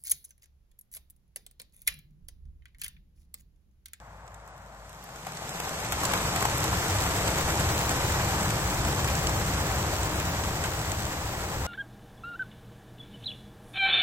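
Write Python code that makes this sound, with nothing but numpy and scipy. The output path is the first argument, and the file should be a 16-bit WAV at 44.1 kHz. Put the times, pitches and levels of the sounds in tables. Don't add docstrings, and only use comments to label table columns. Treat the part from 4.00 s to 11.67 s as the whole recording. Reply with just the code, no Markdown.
import sys
import numpy as np
from scipy import signal
from scipy.fft import rfft, irfft, next_fast_len
from scipy.io import wavfile
from scipy.ndimage import uniform_filter1d

SR = 44100
rng = np.random.default_rng(int(sys.argv[2]) if len(sys.argv) > 2 else 0)


def materialize(psi):
    bounded = np.clip(np.atleast_2d(psi).T, -1, 1)
    quanta = np.round(bounded * 32767).astype(np.int16)
    wavfile.write(sys.argv[1], SR, quanta)


def voltage_ratio(decibels):
    exponent = np.asarray(decibels, float) / 20
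    return 10 ** exponent


N = 338114

# (time [s], wing noise level [dB], closeness of the air push [dB])
FLOCK_PATH = [(0.0, -67, -4), (0.25, -67.5, -4), (0.72, -63.5, -4), (0.9, -59, -5), (1.15, -54, -5),
              (1.51, -46, -4), (1.67, -43, -6.5), (1.9, -42.5, -2.5), (2.05, -38, -3.5), (2.54, -38, -1),
              (3.27, -37, -.5), (4.23, -37.5, 0), (4.55, -39, 2.5), (5.3, -39, 1.5), (6.13, -40.5, 1.5),
              (6.9, -42.5, 0.5), (7.37, -44, 0), (7.67, -44.5, 3.5)]
# (frequency [Hz], level per Hz [dB])
THUMP_COLOUR = [(24, -62), (36, -24), (55, -1), (85, -1), (150, -5.5), (200, -11), (250, -22), (400, -43.5)]
FAR_THUMP_COLOUR = [(40, -40), (70, -8), (120, -0.5), (170, 5.5), (210, -4.5), (260, -9), (400, -47)]
DOWNWASH_COLOUR = [(120, -3), (190, -9.5), (250, -5.5), (310, 0.5), (420, -7), (600, -7), (1000, -63)]
WHOOSH_COLOUR = [(250, -50), (400, -5), (520, -3.5), (800, 0.5), (1300, -3.5), (2200, -9), (3500, -17),
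                 (7000, -23)]
RUSTLE_COLOUR = [(700, -9), (2000, 2.5), (4000, 1.5), (8000, -1), (16000, -3)]
# (time [s], peak level [dB])
NEAR_SWEEPS = [(1.267, -35), (1.4326, -40), (1.5998, -33), (1.9215, -22.5), (2.0494, -31), (2.11, -28),
               (2.134, -19.5), (2.1994, -29), (2.3594, -25), (2.4538, -33), (3.0604, -25), (4.1994, -29),
               (5.0794, -25), (6.1994, -29), (6.4394, -30), (6.6403, -23.5)]
# (frequency [Hz], level per Hz [dB])
SWEEP_COLOUR = [(500, -7), (1000, -4), (1800, -5), (3000, -5), (5000, -20), (9000, -19)]
# (time [s], peak level [dB], low body re peak [dB], top re peak [dB])
CRATE_STRIKES = [(0.278, -43, 1, -24), (0.3436, -42.5, -3, -14), (0.4768, -48, -1, -10),
                 (0.579, -49, 1, -7), (0.8938, -42.5, 2, -8), (0.929, -43, -5, -11), (1.0405, -49, -2, 3),
                 (1.09, -43, 9, -14), (1.1598, -40, 2, -13), (1.268, -35.5, 2, -7),
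                 (1.3213, -36.5, 8.5, -14), (1.372, -30, -14, -21), (1.4924, -29, -3, -14),
                 (1.6008, -22.5, -12, -14), (1.6925, -28, 2, -14), (1.802, -31, 2, -12),
                 (1.847, -29, -8, -13), (1.9222, -22.5, 1, -10), (2.0343, -25, -8, -6),
                 (2.053, -17.5, -8, -13), (2.136, -24, 2, -6), (2.361, -22, -8, -16),
                 (2.4258, -24.5, 9, -6), (2.4528, -23, 8, -7), (2.5805, -29.5, -9, -2),
                 (2.604, -27, -11, -11), (2.6407, -21, -3, -6.5)]
# (time [s], peak level [dB], low body re peak [dB])
OPEN_CLAPS = [(2.9854, -25, -1), (3.2786, -19.5, -19), (3.4097, -27, -8), (3.8931, -19, -11),
              (4.3575, -30, -10), (4.43, -26, -9), (4.504, -24, 3), (4.6763, -28, -7), (4.8498, -24, 2),
              (5.045, -22, 2), (5.153, -22.5, -5), (5.2703, -18.5, -14), (5.2937, -24, -3), (5.577, -27, 0),
              (5.7834, -28, -6), (5.965, -24.5, -8), (6.0317, -26, -12), (6.2537, -27, 1),
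              (6.3475, -34, -9), (6.3774, -34, 1), (6.4373, -27, 4), (6.6386, -22, -6), (6.8728, -34, -8),
              (6.9176, -22, -8), (7.1232, -34, -5), (7.4859, -34, -8)]
# (frequency [Hz], level per Hz [dB])
CRACK_COLOUR = [(1200, -24), (2500, 1), (5000, -3), (8000, 0.5), (9000, 1.5), (10000, -40)]
TICK_COLOUR = [(8500, -40), (9700, 4.5), (13000, 1.5), (16000, -10)]
# (time [s], peak level [dB], pitch [Hz], decay by 60 dB [s])
DOOR_KNOCKS = [(1.076, -45, 754, .02), (1.2675, -29, 765, 0.021), (1.421, -34, 670, .02),
               (1.6006, -24, 800, 0.0063), (1.67, -33, 756, .02), (1.9223, -27, 750, 0.0084),
               (2.035, -24, 1090, .02), (2.102, -30, 905, .02), (2.113, -25, 1070, 0.022),
               (2.15, -28, 990, 0.022), (2.135, -19, 910, .012), (2.415, -21, 1050, 0.013),
               (2.454, -17.5, 930, 0.022), (2.729, -20.5, 990, 0.015), (3.16, -28, 770, .019)]
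# (frequency [Hz], level per Hz [dB])
ROAD_COLOUR = [(25, -50), (42, -24), (53, -12), (64, -15), (110, -10), (180, -16), (257, -27), (383, -29.5),
               (604, -16.5), (1000, -17), (1630, -23), (3180, -40.5), (5010, -49), (15000, -57)]
# (frequency [Hz], left over right [dB])
PORT_BALANCE = [(190, 0.8), (450, 5), (1200, 2), (3500, 1.3), (5500, -2.5), (8000, -3.5), (9000, 5.5),
                (10500, 4), (14500, -0.5)]
# (frequency [Hz], likeness [0-1])
PORT_LIKENESS = [(200, 0.99), (500, 0.97), (1200, 0.83), (2200, 0.62), (3500, 0.34), (5500, 0.26),
                 (8000, 0.35), (8600, .2), (9100, 1), (9500, 1), (10000, 0), (15000, 0)]
# (frequency [Hz], lead of the left [rad])
PORT_LEAD = [(0, 0), (340, 0.0), (950, -0.8), (2840, -2.5), (6370, -4.0), (7580, -4.5), (8010, -5),
             (8960, -4), (9560, -11.5), (13900, -2.5), (15400, -21)]
# (frequency [Hz], level [dB])
OVERALL_COLOUR = [(4500, 0.5), (6500, 3), (7900, 6), (8500, 2), (9000, -6), (9550, -4.5), (9750, -7.5),
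                  (12000, -1), (15500, -3.5)]
# (time [s], limit [Hz])
TREBLE_LIMIT = [(0, 13300), (.9, 14300), (1.8, 14200), (2.8, 15300), (3.6, 15470), (7.7, 16400)]
# (frequency [Hz], share of time in the sum [0-1], in the difference [0-1])
MUTED_BANDS = [(2480, .002, .001), (3370, .05, .002), (4270, 0.14, .003), (5640, .08, .003),
               (6500, .004, .003), (8440, .02, 0.028), (9360, .66, 1), (9900, .03, 0.16),
               (11850, .004, .01), (13300, .04, .03), (14200, .2, .1), (15500, .4, .25)]


def flock():
    t = np.arange(N) / SR
    wing_db, near_db = wings(t)
    mass_db = wing_db + 0.26 * t
    rustle = voltage_ratio(wing_db + 4.0)
    thump = voltage_ratio(mass_db + 5 + near_db)
    downwash = voltage_ratio(mass_db - 1.5 + 0.8 * near_db)
    whoosh = voltage_ratio(mass_db + 5 - 0.057 * near_db)

    beat = strokes(count=14)
    snap = snaps(per_s=300, spread_db=6.3, ms=0.6)
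    slap = snaps(per_s=150, spread_db=4.8, ms=4.1)

    def mix(near, snappy, snap=slap):
        far = np.clip(1 - near - snappy, 0, 1)
        return np.sqrt(abs(far + near * beat + snappy * snap))

    airborne = np.clip((t - 0.55) / 0.6, 0, 1)
    close = np.clip((t - 1.1) / 1.64, 0, 1)
    feather_share = np.clip(0.16 - 0.0043 * t, 0, 1)
    return (air(airborne * np.sqrt(close) * thump * mix(0.17, 0.014, snap), THUMP_COLOUR)
            + air(voltage_ratio(-0.5) * airborne * np.sqrt(1 - close) * thump, FAR_THUMP_COLOUR)
            + air(airborne * downwash * mix(0.1, 0.034), DOWNWASH_COLOUR)
            + air(airborne * whoosh * mix(0.32, 0.054), WHOOSH_COLOUR)
            + air(rustle * mix(0.23, feather_share, snap), RUSTLE_COLOUR))


def wings(t):
    s, wing_db, near_db = np.transpose(FLOCK_PATH)
    return np.interp(t, s, wing_db), np.interp(t, s, near_db)


def strokes(count, beat_hz=9.0, sharp=3.9, near_db=4.0):
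    step = 64
    t = np.arange(0, N, step) / SR
    power = np.zeros(len(t))
    for _ in range(count):
        pace_hz = beat_hz * rng.uniform(0.8, 1.2) * (1 + 0.0737 * drift(1.495, t))
        turns = np.cumsum(pace_hz) * step / SR + rng.random()
        nearness = voltage_ratio(near_db * drift(0.79, t)) ** 2
        power += nearness * np.exp(sharp * np.cos(2 * np.pi * turns))
    power /= uniform_filter1d(power, 400)
    return np.interp(np.arange(N) / SR, t, power)


def snaps(per_s, spread_db, ms):
    size = voltage_ratio(spread_db * np.minimum(rng.exponential(1, N), 3.3)) ** 2
    size = size * (rng.random(N) < per_s / SR)
    fade = np.exp(-np.arange(800) / SR * 1000 / ms)
    power = signal.oaconvolve(size, fade)[:N]
    return power / power.mean()


def sweeps():
    envelope = np.zeros(N)
    ms = np.arange(6000) / SR * 1000
    swell = (1 - np.exp(-ms / 0.81)) * np.exp(-ms / 14.3)
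    for s, db in NEAR_SWEEPS:
        at = round(s * SR)
        envelope[at:at + len(ms)] += voltage_ratio(db) * swell
    return air(voltage_ratio(-4.0) * envelope, SWEEP_COLOUR)


def claps():
    top_db = -23
    events = list(map(tuple, CRATE_STRIKES))
    events += [tuple(row) + (top_db,) for row in OPEN_CLAPS]
    events += faint_claps(26, top_db)
    bursts = np.zeros((3, N))
    ms = np.arange(1300) / SR * 1000
    fade = np.exp(-ms * np.array([[-0.03], [0.01], [0.15]]))
    shape = (1 - np.exp(-ms / 0.1)) * np.exp(-ms / 1.76) * fade
    for s, db, body_db, tick_db in events:
        at = round(s * SR)
        gains = voltage_ratio(db + np.array([[body_db], [0], [tick_db]]))
        bursts[:, at:at + len(ms)] += gains * shape[:, :N - at]
    puff, crack, tick = bursts
    return (air(voltage_ratio(-4.5) * puff, WHOOSH_COLOUR)
            + air(voltage_ratio(-2.5) * crack, CRACK_COLOUR)
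            + air(voltage_ratio(9.0) * tick, TICK_COLOUR))


def faint_claps(count, top_db):
    s = rng.random(count) * (N / SR)
    luck = rng.standard_normal((count, 2))
    db = wings(s)[0] + 8 + 1.5 * luck[:, 0]
    body_db = -5 + 2 * luck[:, 1]
    return list(zip(s, db, body_db, np.full(count, top_db)))


def knocks():
    out = np.zeros(N)
    t = np.arange(3000) / SR
    onset = 1 - np.exp(-t / 0.00036)
    for s, db, hz, t60 in DOOR_KNOCKS:
        ring = np.sin(2 * np.pi * hz * t) + 0.25 * np.sin(2 * np.pi * 1.03 * hz * t)
        decay = voltage_ratio(db + 1.5 - 60 * t / max(t60, 0.004))
        at = round(s * SR)
        out[at:at + len(t)] -= decay * ring * onset
    return np.array([out, np.roll(out, 9)])


def echoed(x):
    delay_ms, echo_db = 2.7, -5.5
    return x + voltage_ratio(echo_db) * np.roll(x, round(delay_ms * SR / 1000), axis=-1)


def road():
    t = np.arange(N) / SR
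    hum_level = voltage_ratio(-56 + 1.5 * drift(2.7, t))
    hum_hz = 53.4 + 1.16 * drift(3.7, t)
    hum = hum_level * np.sin(2 * np.pi * np.cumsum(hum_hz) / SR)
    traffic = air(voltage_ratio(-49 + 0.4 * drift(3.0, t)), ROAD_COLOUR)
    return traffic + np.sqrt(2) * hum


def air(envelope, points):
    hz = np.fft.rfftfreq(8192, 1 / SR)
    norm = np.sqrt(np.mean(voltage_ratio(read(points, hz)) ** 2))
    noise = envelope * rng.standard_normal((2, N))
    return filtered(noise, lambda f: voltage_ratio(read(points, f)) / norm)


def drift(top_hz, t):
    f = np.geomspace(top_hz / 8, top_hz, 12)[:, None]
    waves = np.sin(2 * np.pi * (f * t + rng.random(f.shape)))
    return evened(np.sum(waves / np.sqrt(f), axis=0))


def read(points, hz):
    f, value = np.transpose(points)
    return np.interp(np.log(hz + 1), np.log(f + 1), value)


def evened(x):
    return x / np.sqrt(np.mean(x ** 2) + 1e-20)


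def filtered(x, response):
    size = next_fast_len(N + 4096)
    return irfft(rfft(x, size) * response(np.fft.rfftfreq(size, 1 / SR)), size)[..., :N]


def scene():
    common, apart = flock() + echoed(claps() + knocks()) + sweeps() + road()
    lead_hz, lead = np.transpose(PORT_LEAD)

    def same(f):
        return np.clip(read(PORT_LIKENESS, f), 0, 1)

    def left_response(f):
        return voltage_ratio(read(PORT_BALANCE, f) / 2) * np.exp(1j * np.interp(f, lead_hz, lead))

    other = filtered(common, same) + filtered(apart, lambda f: np.sqrt(1 - same(f) ** 2))
    left = filtered(other, left_response)
    right = filtered(common, lambda f: voltage_ratio(-read(PORT_BALANCE, f) / 2))
    return np.array([left, right])


def band_muting(x, lift_hz=650.0, wobble_hz=520.0):
    shift = 1024 - 617
    pair = np.pad([x[0] + x[1], x[0] - x[1]], ((0, 0), (shift, 0)))
    hz, t, z = signal.stft(pair, SR, "cosine", 2048, 1024)
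    line = np.arange(len(hz))
    wide = np.where(line < 320, 16, 32)
    first = line // wide * wide
    centre_hz = (hz[1] * (first + wide / 2))[:, None]

    treble_db = 10 * np.log10(np.mean(abs(z[:, hz > 10000]) ** 2, axis=(0, 1)) + 1e-20)
    rise_db = treble_db - uniform_filter1d(treble_db, size=9)
    luck = evened(uniform_filter1d(rng.standard_normal((3, len(hz), len(t))), size=2, axis=2))
    limit_hz = np.interp(t, *np.transpose(TREBLE_LIMIT)) + lift_hz * rise_db + wobble_hz * luck[2, 0]
    above = centre_hz > limit_hz + np.array([0, 700.0])[:, None, None]

    rank = 0.5 + 0.5 * np.tanh(0.85 * luck[:2, first])
    ease = np.clip(1.25 - 0.09 * t, 0, 2) ** 2
    middle = np.clip(t / 1.6, 0.1, 1) * ease
    upper = np.where(centre_hz < 10500, 1.08, ease)
    busy = np.where(centre_hz < 7000, middle, upper)
    f, *shares = np.transpose(MUTED_BANDS)
    share = np.array([np.interp(centre_hz, f, s) for s in shares])
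    empty = rank < busy * share

    z[empty | above | (hz > 15850)[:, None]] = 0
    both, differ = signal.istft(z, SR, "cosine", 2048, 1024)[1][:, shift:shift + N]
    return np.array([both + differ, both - differ]) / 2


def band_limit(x):
    return signal.sosfilt(signal.butter(12, 15840, fs=SR, output="sos"), x)


def record(dry):
    ported = filtered(dry, lambda f: voltage_ratio(read(OVERALL_COLOUR, f)))
    return band_limit(band_muting(ported))


dry = scene()
out = record(dry)
materialize(out)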